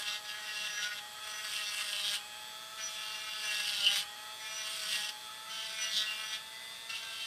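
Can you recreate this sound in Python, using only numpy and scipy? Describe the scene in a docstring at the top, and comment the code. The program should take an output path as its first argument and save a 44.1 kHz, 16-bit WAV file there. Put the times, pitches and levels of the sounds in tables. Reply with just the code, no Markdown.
"""A rotary tool at about 13000 rpm is already pressing its burr into a wooden pipe bowl as the sound opens.
Seven strokes follow one another, parted by short lifts; the seventh is still cutting at the end.
Throughout, the motor hums on its shaft orders, its commutator whine throbs with the chopped mains and its fan rushes.
In each stroke the burr bites once a turn: blows and torn fibres ring wood and steel, and strong chatter squeals.
A small room answers the motor and the cut."""
import sys
import numpy as np
from scipy import signal
from scipy.fft import rfft, irfft, next_fast_len
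from scipy.io import wavfile
from scipy.ndimage import uniform_filter1d, map_coordinates

SR = 44100
rng = np.random.default_rng(int(sys.argv[2]) if len(sys.argv) > 2 else 0)


def master_out(mix):
    """Clip the mix to full scale and print it as 16-bit PCM to the path in sys.argv[1]."""
    frames = np.transpose(np.atleast_2d(mix))
    ceiling = np.clip(frames, -1, 1)
    pcm = np.round(ceiling * 32767).astype(np.int16)
    wavfile.write(sys.argv[1], SR, pcm)


N = 320166

# rotation of the shaft: (time_s, speed_turns_per_s)
SHAFT_SPEED = [(0.0, 209.0), (0.1, 208.4), (0.44, 211.9), (0.97, 207.2), (1.23, 212.6), (1.41, 212.4),
               (1.64, 209.1), (2.12, 205.4), (2.38, 212.1), (2.79, 218.4), (2.93, 214.5), (3.3, 215.6),
               (3.78, 205.4), (3.82, 202.3), (3.98, 204.3), (4.25, 213.2), (4.45, 217.4), (4.69, 215.9),
               (5.02, 209.9), (5.52, 220.1), (5.78, 219.4), (6.03, 213.6), (6.91, 224.9), (7.26, 223.5)]
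# lines of shaft, fan and bearings, before the housing: (shaft_multiple, level_db)
WHINE_ORDERS = [(2, -75), (5, -71), (8, -69), (13, -72), (17, -74), (19, -74), (21, -73), (27, -73),
                (29, -73), (35, -72), (37, -65.5), (40, -65.5), (43, -76), (48, -74), (50, -77),
                (56, -68.5), (64, -82)]
# lines driven by the current pulses: (shaft_multiple, level_db)
COMMUTATOR_ORDERS = [(8, -61.5), (16, -51.3)]
# rougher lines of the ball bearings, before the housing: (shaft_multiple, level_db)
BEARING_ORDERS = [(6.05, -60), (9.08, -63), (12.12, -67), (21.2, -68)]
# the hum's strongest line, the fourth shaft order: (time_s, level_db)
FOURTH_ORDER = [(0.0, -59.5), (0.38, -57.5), (0.93, -68), (1.01, -56), (1.88, -67), (2.47, -56.5),
                (2.93, -63.5), (3.09, -56.5), (3.88, -64.5), (3.9, -56), (4.02, -58.5), (4.49, -57),
                (4.89, -72), (4.99, -58), (5.68, -58), (6.03, -71), (6.13, -58), (7.26, -63)]
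# spectrum of the brushes' ticking: (frequency_hz, relative_level_db)
BRUSH_SPECTRUM = [(500, -25), (1500, 0), (6000, 0), (9000, -2), (12000, -4), (15000, -12)]
# what the motor's housing lets out of the gliding lines: (frequency_hz, gain_db)
HOUSING_GAIN = [(1310, 0), (1370, -6), (1600, 0), (12100, 0), (12500, -6)]
# spectrum of the cooling air with the room's rumble: (frequency_hz, relative_level_db)
AIR_SPECTRUM = [(25, -22), (60, -9.5), (190, -5.5), (320, -10.5), (560, -6), (950, -4.5), (1300, .5),
                (1480, -3.5), (2100, -1.5), (2650, 1.2), (3000, -4), (3500, -2), (4500, 2.3), (5200, -4),
                (6800, -8.5), (8500, -7.3), (11000, -14), (15300, -16)]
# strokes of the burr; the spot it works on favours some parts:
# (start_s, end_s, landing_s, lift_off_s, first_pressure_db, middle_pressure_db, last_pressure_db,
#  extra_bowl_db, extra_chatter_db, extra_shank_db, extra_fizz_db)
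BURR_STROKES = [(-.1, 0.208, .01, .06, 2, -0.5, 2, 1.3, -3.5, -8, -3.5),
                (0.23, 1.007, 0.022, 0.018, -8.5, -0.5, -3.5, -0.81, 0, -4.5, -3.5),
                (1.211, 2.199, .03, .05, -5.5, -2.5, 4.5, -0.75, 0.5, 0.5, 3.5),
                (2.77, 4.049, 0.021, 0.073, -6, 0.5, 5.5, 1.7, 1, 1.5, 1.5),
                (4.383, 5.112, .04, .01, -7.5, 0, 0.5, -0.7, -0.5, -2.5, 3),
                (5.484, 6.414, .025, 0.055, -2.5, -2, -2, 2.6, -2.5, -.5, 0),
                (6.893, 7.4, 0.0011, .03, -2, -2.5, 2, 2.7, 0.5, -1, -1)]
# the burr digs into the grain or, below zero, skims it: (centre_s, half_length_s, extra_pressure_db)
GRAIN_SNAGS = [(0.077, .015, 3.5), (0.301, .02, 8), (0.392, .04, -1.5), (0.66, 0.028, 1.5),
               (0.835, 0.018, 4.5), (1.565, 0.058, 5), (1.931, 0.0063, 5.5), (3.287, 0.09, -4.5),
               (3.67, 0.033, 3.5), (3.857, .025, 2), (4.792, 0.044, 0.5), (4.943, 0.053, 3.5),
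               (5.093, 0.0041, 5.5), (5.839, .025, 6.5), (6.347, .018, 4.5), (6.899, .01, 5.5),
               (6.96, 0.011, 4), (7.08, 0.065, -4.5)]
# one part is struck just right and sings out: (centre_s, half_length_s, part, extra_level_db)
PART_FLARES = [(2.09, .03, "rasp", 2.5), (5.975, 0.063, "rasp", 11.5), (0.783, 0.1, "bowl", 7.5),
               (.96, 0.075, "bowl", 5), (2.128, .02, "bowl", 7), (3.0, 0.028, "bowl", 2),
               (3.95, 0.044, "bowl", 4.5), (5.87, .04, "bowl", 1), (1.744, 0.11, "chatter", 5),
               (3.105, 0.12, "chatter", 5.5), (3.867, 0.033, "chatter", 11.5), (6.11, 0.072, "chatter", 11),
               (.58, .04, "shank", 7.5), (0.8, 0.14, "shank", 16.5), (2.851, .035, "shank", 17.5),
               (4.6, 0.13, "shank", 14), (5.834, 0.038, "shank", 12), (.01, 0.033, "fizz", 10),
               (3.98, 0.041, "fizz", 4)]
# each part's answer to pressure: part: (level_db at normal pressure, growth_db_per_db of pressure)
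PART_DRIVE = {"rasp": (-43.5, 1.1), "bowl": (-50, 0.32), "chatter": (-44.5, 1.23), "shank": (-56.5, .25),
              "fizz": (-48, 1.26)}
# resonances of the four ringing parts: (frequency_hz, width_hz, relative_level_db)
RASP_MODES = [(3324, 380, 10.5), (3870, 280, 12), (4790, 375, 6), (4930, 200, -20), (5470, 280, 2)]
BOWL_MODES = [(1055, 20, -10), (1389, 51, 11), (1644, 97, 6.5), (1914, 67, 8), (2178, 220, 0),
              (2397, 44, 8)]
CHATTER_MODES = [(2680, 86, 2), (2792, 104, 7), (3058, 113, 0), (3050, 43, 6.5)]
SHANK_MODES = [(5850, 266, -10), (5940, 86, -2)]
# spectrum of the tearing fibres: (frequency_hz, relative_level_db)
FIBRE_SPECTRUM = [(100, -46), (500, -43), (1100, -5.5), (4000, 3.5), (6600, -8), (7200, -8.5), (8100, -2),
                  (8700, 2), (9400, -2), (10300, -11), (12600, -11.5), (13400, -10.5), (14200, -12),
                  (15300, -27)]
# decay of the room: (frequency_hz, t60_s)
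ROOM_DECAY = [(200, .25), (3000, .2), (12000, .14)]

MAINS_HZ, SQUEAL_HZ, TOP_HZ = 59.983, 3025, 15300
# the hand trembles; each part's share wanders
TREMBLE_DB, WANDER_DB = 0.07, 1.42
# pressure at which the cut reaches its full depth
FULL_CUT_DB = 7
# third shaft order: level in dB, gain in dB with the burr on the wood, gain in dB per turn/s below mean speed
THIRD_DB, THIRD_LOAD_DB, THIRD_SLOWING_DB = -69.5, 5, .25


def amp(db):
    """Decibel law: 20 dB is a tenfold amplitude."""
    return 10 ** (np.asarray(db) / 20)


def unit(x):
    """Normalization: x at rms 1."""
    return x / np.sqrt(np.mean(x ** 2) + 1e-20)


def clock():
    """Sampling: the time of each sample in seconds."""
    return np.arange(N) / SR


def along(points, hz):
    """Logarithmic interpolation: (frequency, value) points read on a log axis."""
    frequency, value = np.transpose(points)
    return np.interp(np.log(hz + 1), np.log(frequency + 1), value)


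def curves(rows):
    """Linear interpolation: one value per sample for each column after the time."""
    time_s, *columns = np.transpose(rows)
    return [np.interp(clock(), time_s, column) for column in columns]


def wobble(rate, size=64):
    """Band-limited randomness: a smooth curve through rate random knots a second."""
    coarse = np.arange(0, N + size, size)
    knots = rng.standard_normal(4096)
    smooth = map_coordinates(knots, [coarse * rate / SR], mode="mirror")
    return np.interp(np.arange(N), coarse, smooth)


def swell(at, half_length):
    """Gaussian envelope: a bell-shaped rise and fall around a moment."""
    return np.exp(-((clock() - at) / half_length) ** 2)


def filtered(x, response):
    """Linear filtering: x times a complex response of frequency."""
    m = next_fast_len(N + SR // 2)
    return irfft(rfft(x, m) * response(np.fft.rfftfreq(m, 1 / SR)), m)[:N]


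def coloured(x, spectrum):
    """Spectral shaping: x weighted by the given spectrum, at rms 1."""
    return unit(filtered(x, lambda hz: amp(along(spectrum, hz))))


def rung(x, modes):
    """Modal superposition: x through parallel resonances of alternating sign, at rms 1."""
    def response(hz):
        total = 0
        for k, (centre, width, db) in enumerate(modes):
            damping = 1j * hz * width
            total = total + (-1) ** k * amp(db) * damping / (centre * centre - hz * hz + damping)
        return total

    return unit(filtered(x, response))


def shaft(flutter):
    """Rotation: angle in radians is the integral of speed, here slightly unsteady."""
    speed, = curves(SHAFT_SPEED)
    return 2 * np.pi * np.cumsum(speed) / SR + flutter * wobble(25)


def orders(angle, lines, waver_db, drift, drift_rate=30):
    """Order locking: lines at multiples of the shaft angle, each wavering in level and phase."""
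    total = np.zeros(N)
    for k, db in lines:
        level = amp(db + waver_db * (wobble(3.156) + wobble(22)))
        total += level * np.sin(k * angle + drift * wobble(drift_rate))
    return np.sqrt(2) * total


def once_a_turn(angle, scatter, change_rate, shift_db, count=68):
    """Fourier series: harmonics of one turn form a repeated blow whose shape drifts."""
    blow, lag = np.zeros(N), np.zeros(N)
    for k in range(4, count):
        lag = lag + scatter * wobble(change_rate)
        blow += amp(shift_db * wobble(change_rate)) * np.sin(k * angle + lag)
    return unit(blow)


def commutator(angle, throb, chirp):
    """Modulation: lines swell and bend in phase with each half wave of the mains."""
    mains = 4 * np.pi * MAINS_HZ * clock() - np.pi / 2
    current = unit(np.exp(throb * np.cos(mains) + wobble(50) / 10))
    bend = chirp * np.cos(mains + np.pi / 8)
    return np.sqrt(2) * sum(amp(db) * current * np.sin(k * angle + bend) for k, db in COMMUTATOR_ORDERS)


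def motor(angle, touch, throb, chirp):
    """Rotating-machine sound: shaft orders, bearings, brushes and commutator lines add up."""
    speed, = curves(SHAFT_SPEED)
    load = uniform_filter1d(touch, size=SR // 10)
    third_db = THIRD_DB + THIRD_LOAD_DB * load + THIRD_SLOWING_DB * (speed.mean() - speed)
    fourth_db, = curves(FOURTH_ORDER)
    hum = orders(angle, [(3, third_db)], waver_db=1.65, drift=1.0)
    hum += orders(angle, [(4, fourth_db)], waver_db=1.1, drift=0.61)
    whine = orders(angle, WHINE_ORDERS, waver_db=1.2, drift=.5)
    bearings = orders(angle, BEARING_ORDERS, waver_db=3.27, drift=1.05, drift_rate=120)
    ticking = once_a_turn(angle, scatter=1.5, change_rate=5, shift_db=3)
    brushes = amp(-59) * coloured(ticking, BRUSH_SPECTRUM)
    housed = filtered(whine + bearings, lambda hz: amp(along(HOUSING_GAIN, hz)))
    return hum + commutator(angle, throb, chirp) + housed + brushes


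def air(level_db, swirl_db):
    """Turbulence: the fan's rush is shaped noise whose level swirls a little."""
    return amp(level_db + swirl_db * wobble(22)) * coloured(rng.standard_normal(N), AIR_SPECTRUM)


def hand():
    """Forcing: strokes, snags and flares set contact (0-1), pressure (dB) and each part's extra dB."""
    t = clock()
    touch, pressure_db = np.zeros(N), TREMBLE_DB * wobble(14)
    extra_db = {part: np.zeros(N) for part in PART_DRIVE}
    for start, end, landing, lift, first_db, middle_db, last_db, *spot_db in BURR_STROKES:
        on = np.clip((t - start) / landing, 0, 1) * np.clip((end - t) / lift, 0, 1)
        touch += on
        stroke_db = np.interp(t, [start, (start + end) / 2, end], [first_db, middle_db, last_db])
        pressure_db += (on > 0) * stroke_db
        for part, db in zip(("bowl", "chatter", "shank", "fizz"), spot_db):
            extra_db[part] += (on > 0) * db
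    for at, half_length, db in GRAIN_SNAGS:
        pressure_db += db * swell(at, half_length)
    for at, half_length, part, db in PART_FLARES:
        extra_db[part] += db * swell(at, half_length)
    return touch, pressure_db, extra_db


def flicker(depth_db):
    """Intermittent contact: the burr's spot on the wood shifts, so a part rings in short bursts."""
    return unit(amp(depth_db * wobble(40)))


def squeal(angle, depth, drift):
    """Stick-slip: a pitch of its own, modulated once a turn and so flanked by sidebands."""
    phase = 2 * np.pi * SQUEAL_HZ * clock() + drift * wobble(11) + 0.16 * wobble(150)
    return unit(np.exp(depth * np.cos(angle)) * np.sin(phase + 0.67 * np.cos(angle)))


def grinding(angle, pressure_db, extra_db, focus, uneven_db, shake_db, squeal_from_db):
    """Forced vibration: blows and freshly torn fibres, both once a turn, excite bowl and burr."""
    # the burr's high side strikes; the blow's shape drifts as the wood wears away
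    blows = once_a_turn(angle, scatter=0.85, change_rate=13, shift_db=3.5)
    fibres = unit(np.exp(focus * np.cos(angle)) * rng.standard_normal(N))
    bite = amp(uneven_db * wobble(200) + 0.73 * wobble(28))
    level = {}
    for part, (db, growth) in PART_DRIVE.items():
        level[part] = db + growth * pressure_db + extra_db[part] + WANDER_DB * wobble(12)
    # a deep cut tears more fibres than a light one
    depth = amp((pressure_db - FULL_CUT_DB) / 2)

    def force(rough):
        """Power sharing: blows and torn fibres divide the cutting force."""
        share = np.clip(rough * depth, 0, 1)
        return bite * (np.sqrt(1 - share) * blows + np.sqrt(share) * fibres)

    smooth, medium, coarse = force(.15), force(.7), force(1.2)
    rasp = amp(level["rasp"]) * rung(medium, RASP_MODES)
    bowl = amp(level["bowl"]) * flicker(2) * rung(smooth, BOWL_MODES)
    # strong chatter breaks loose from the turning and squeals
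    loose = np.clip((level["chatter"] - squeal_from_db) / 10, 0, .75)
    locked = np.sqrt(1 - loose) * flicker(1.73) * rung(medium, CHATTER_MODES)
    free = np.sqrt(loose) * bite * squeal(angle, depth=0.29, drift=1.95)
    chatter = amp(level["chatter"]) * (locked + free)
    shank = amp(level["shank"]) * rung(smooth, SHANK_MODES)
    fizz = amp(level["fizz"]) * coloured(coarse, FIBRE_SPECTRUM)
    # the cut also shakes the hands and the table
    rumble = rung(rng.standard_normal(N), [(170, 50, 0), (210, 30, -1)])
    shake = amp(level["rasp"] + shake_db) * rumble
    return rasp + bowl + chatter + shank + fizz + shake


def room(x):
    """Reverberation: each frequency of the walls' answer decays at its own rate."""
    hz, t, z = signal.stft(rng.standard_normal(SR // 2), SR, nperseg=256)
    decay = amp(-60 * t / along(ROOM_DECAY, hz)[:, None])
    tail = signal.istft(z * decay, SR, nperseg=256)[1]
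    # the answer sets in 5 ms after the direct sound
    response = np.pad(tail / np.linalg.norm(tail), (SR // 200, 0))
    return signal.fftconvolve(x, response)[:N]


def scene():
    """Superposition: motor and cut share one shaft; the motor, farther off, sends more to the room."""
    angle = shaft(flutter=.008)
    touch, pressure_db, extra_db = hand()
    tool = motor(angle, touch, throb=1.15, chirp=1.3)
    fan = air(level_db=-51.3, swirl_db=.2)
    cut = touch * grinding(angle, pressure_db, extra_db, focus=0.59, uneven_db=1.4,
                           shake_db=-31, squeal_from_db=-40.5)
    walls = room(amp(-13) * cut + amp(-12) * tool)
    return (tool + fan + cut + walls)[None]


def record(dry):
    """Band limiting: nothing passes at or above the top frequency."""
    return filtered(dry[0], lambda hz: hz < TOP_HZ)[None]


dry = scene()
out = record(dry)
master_out(out)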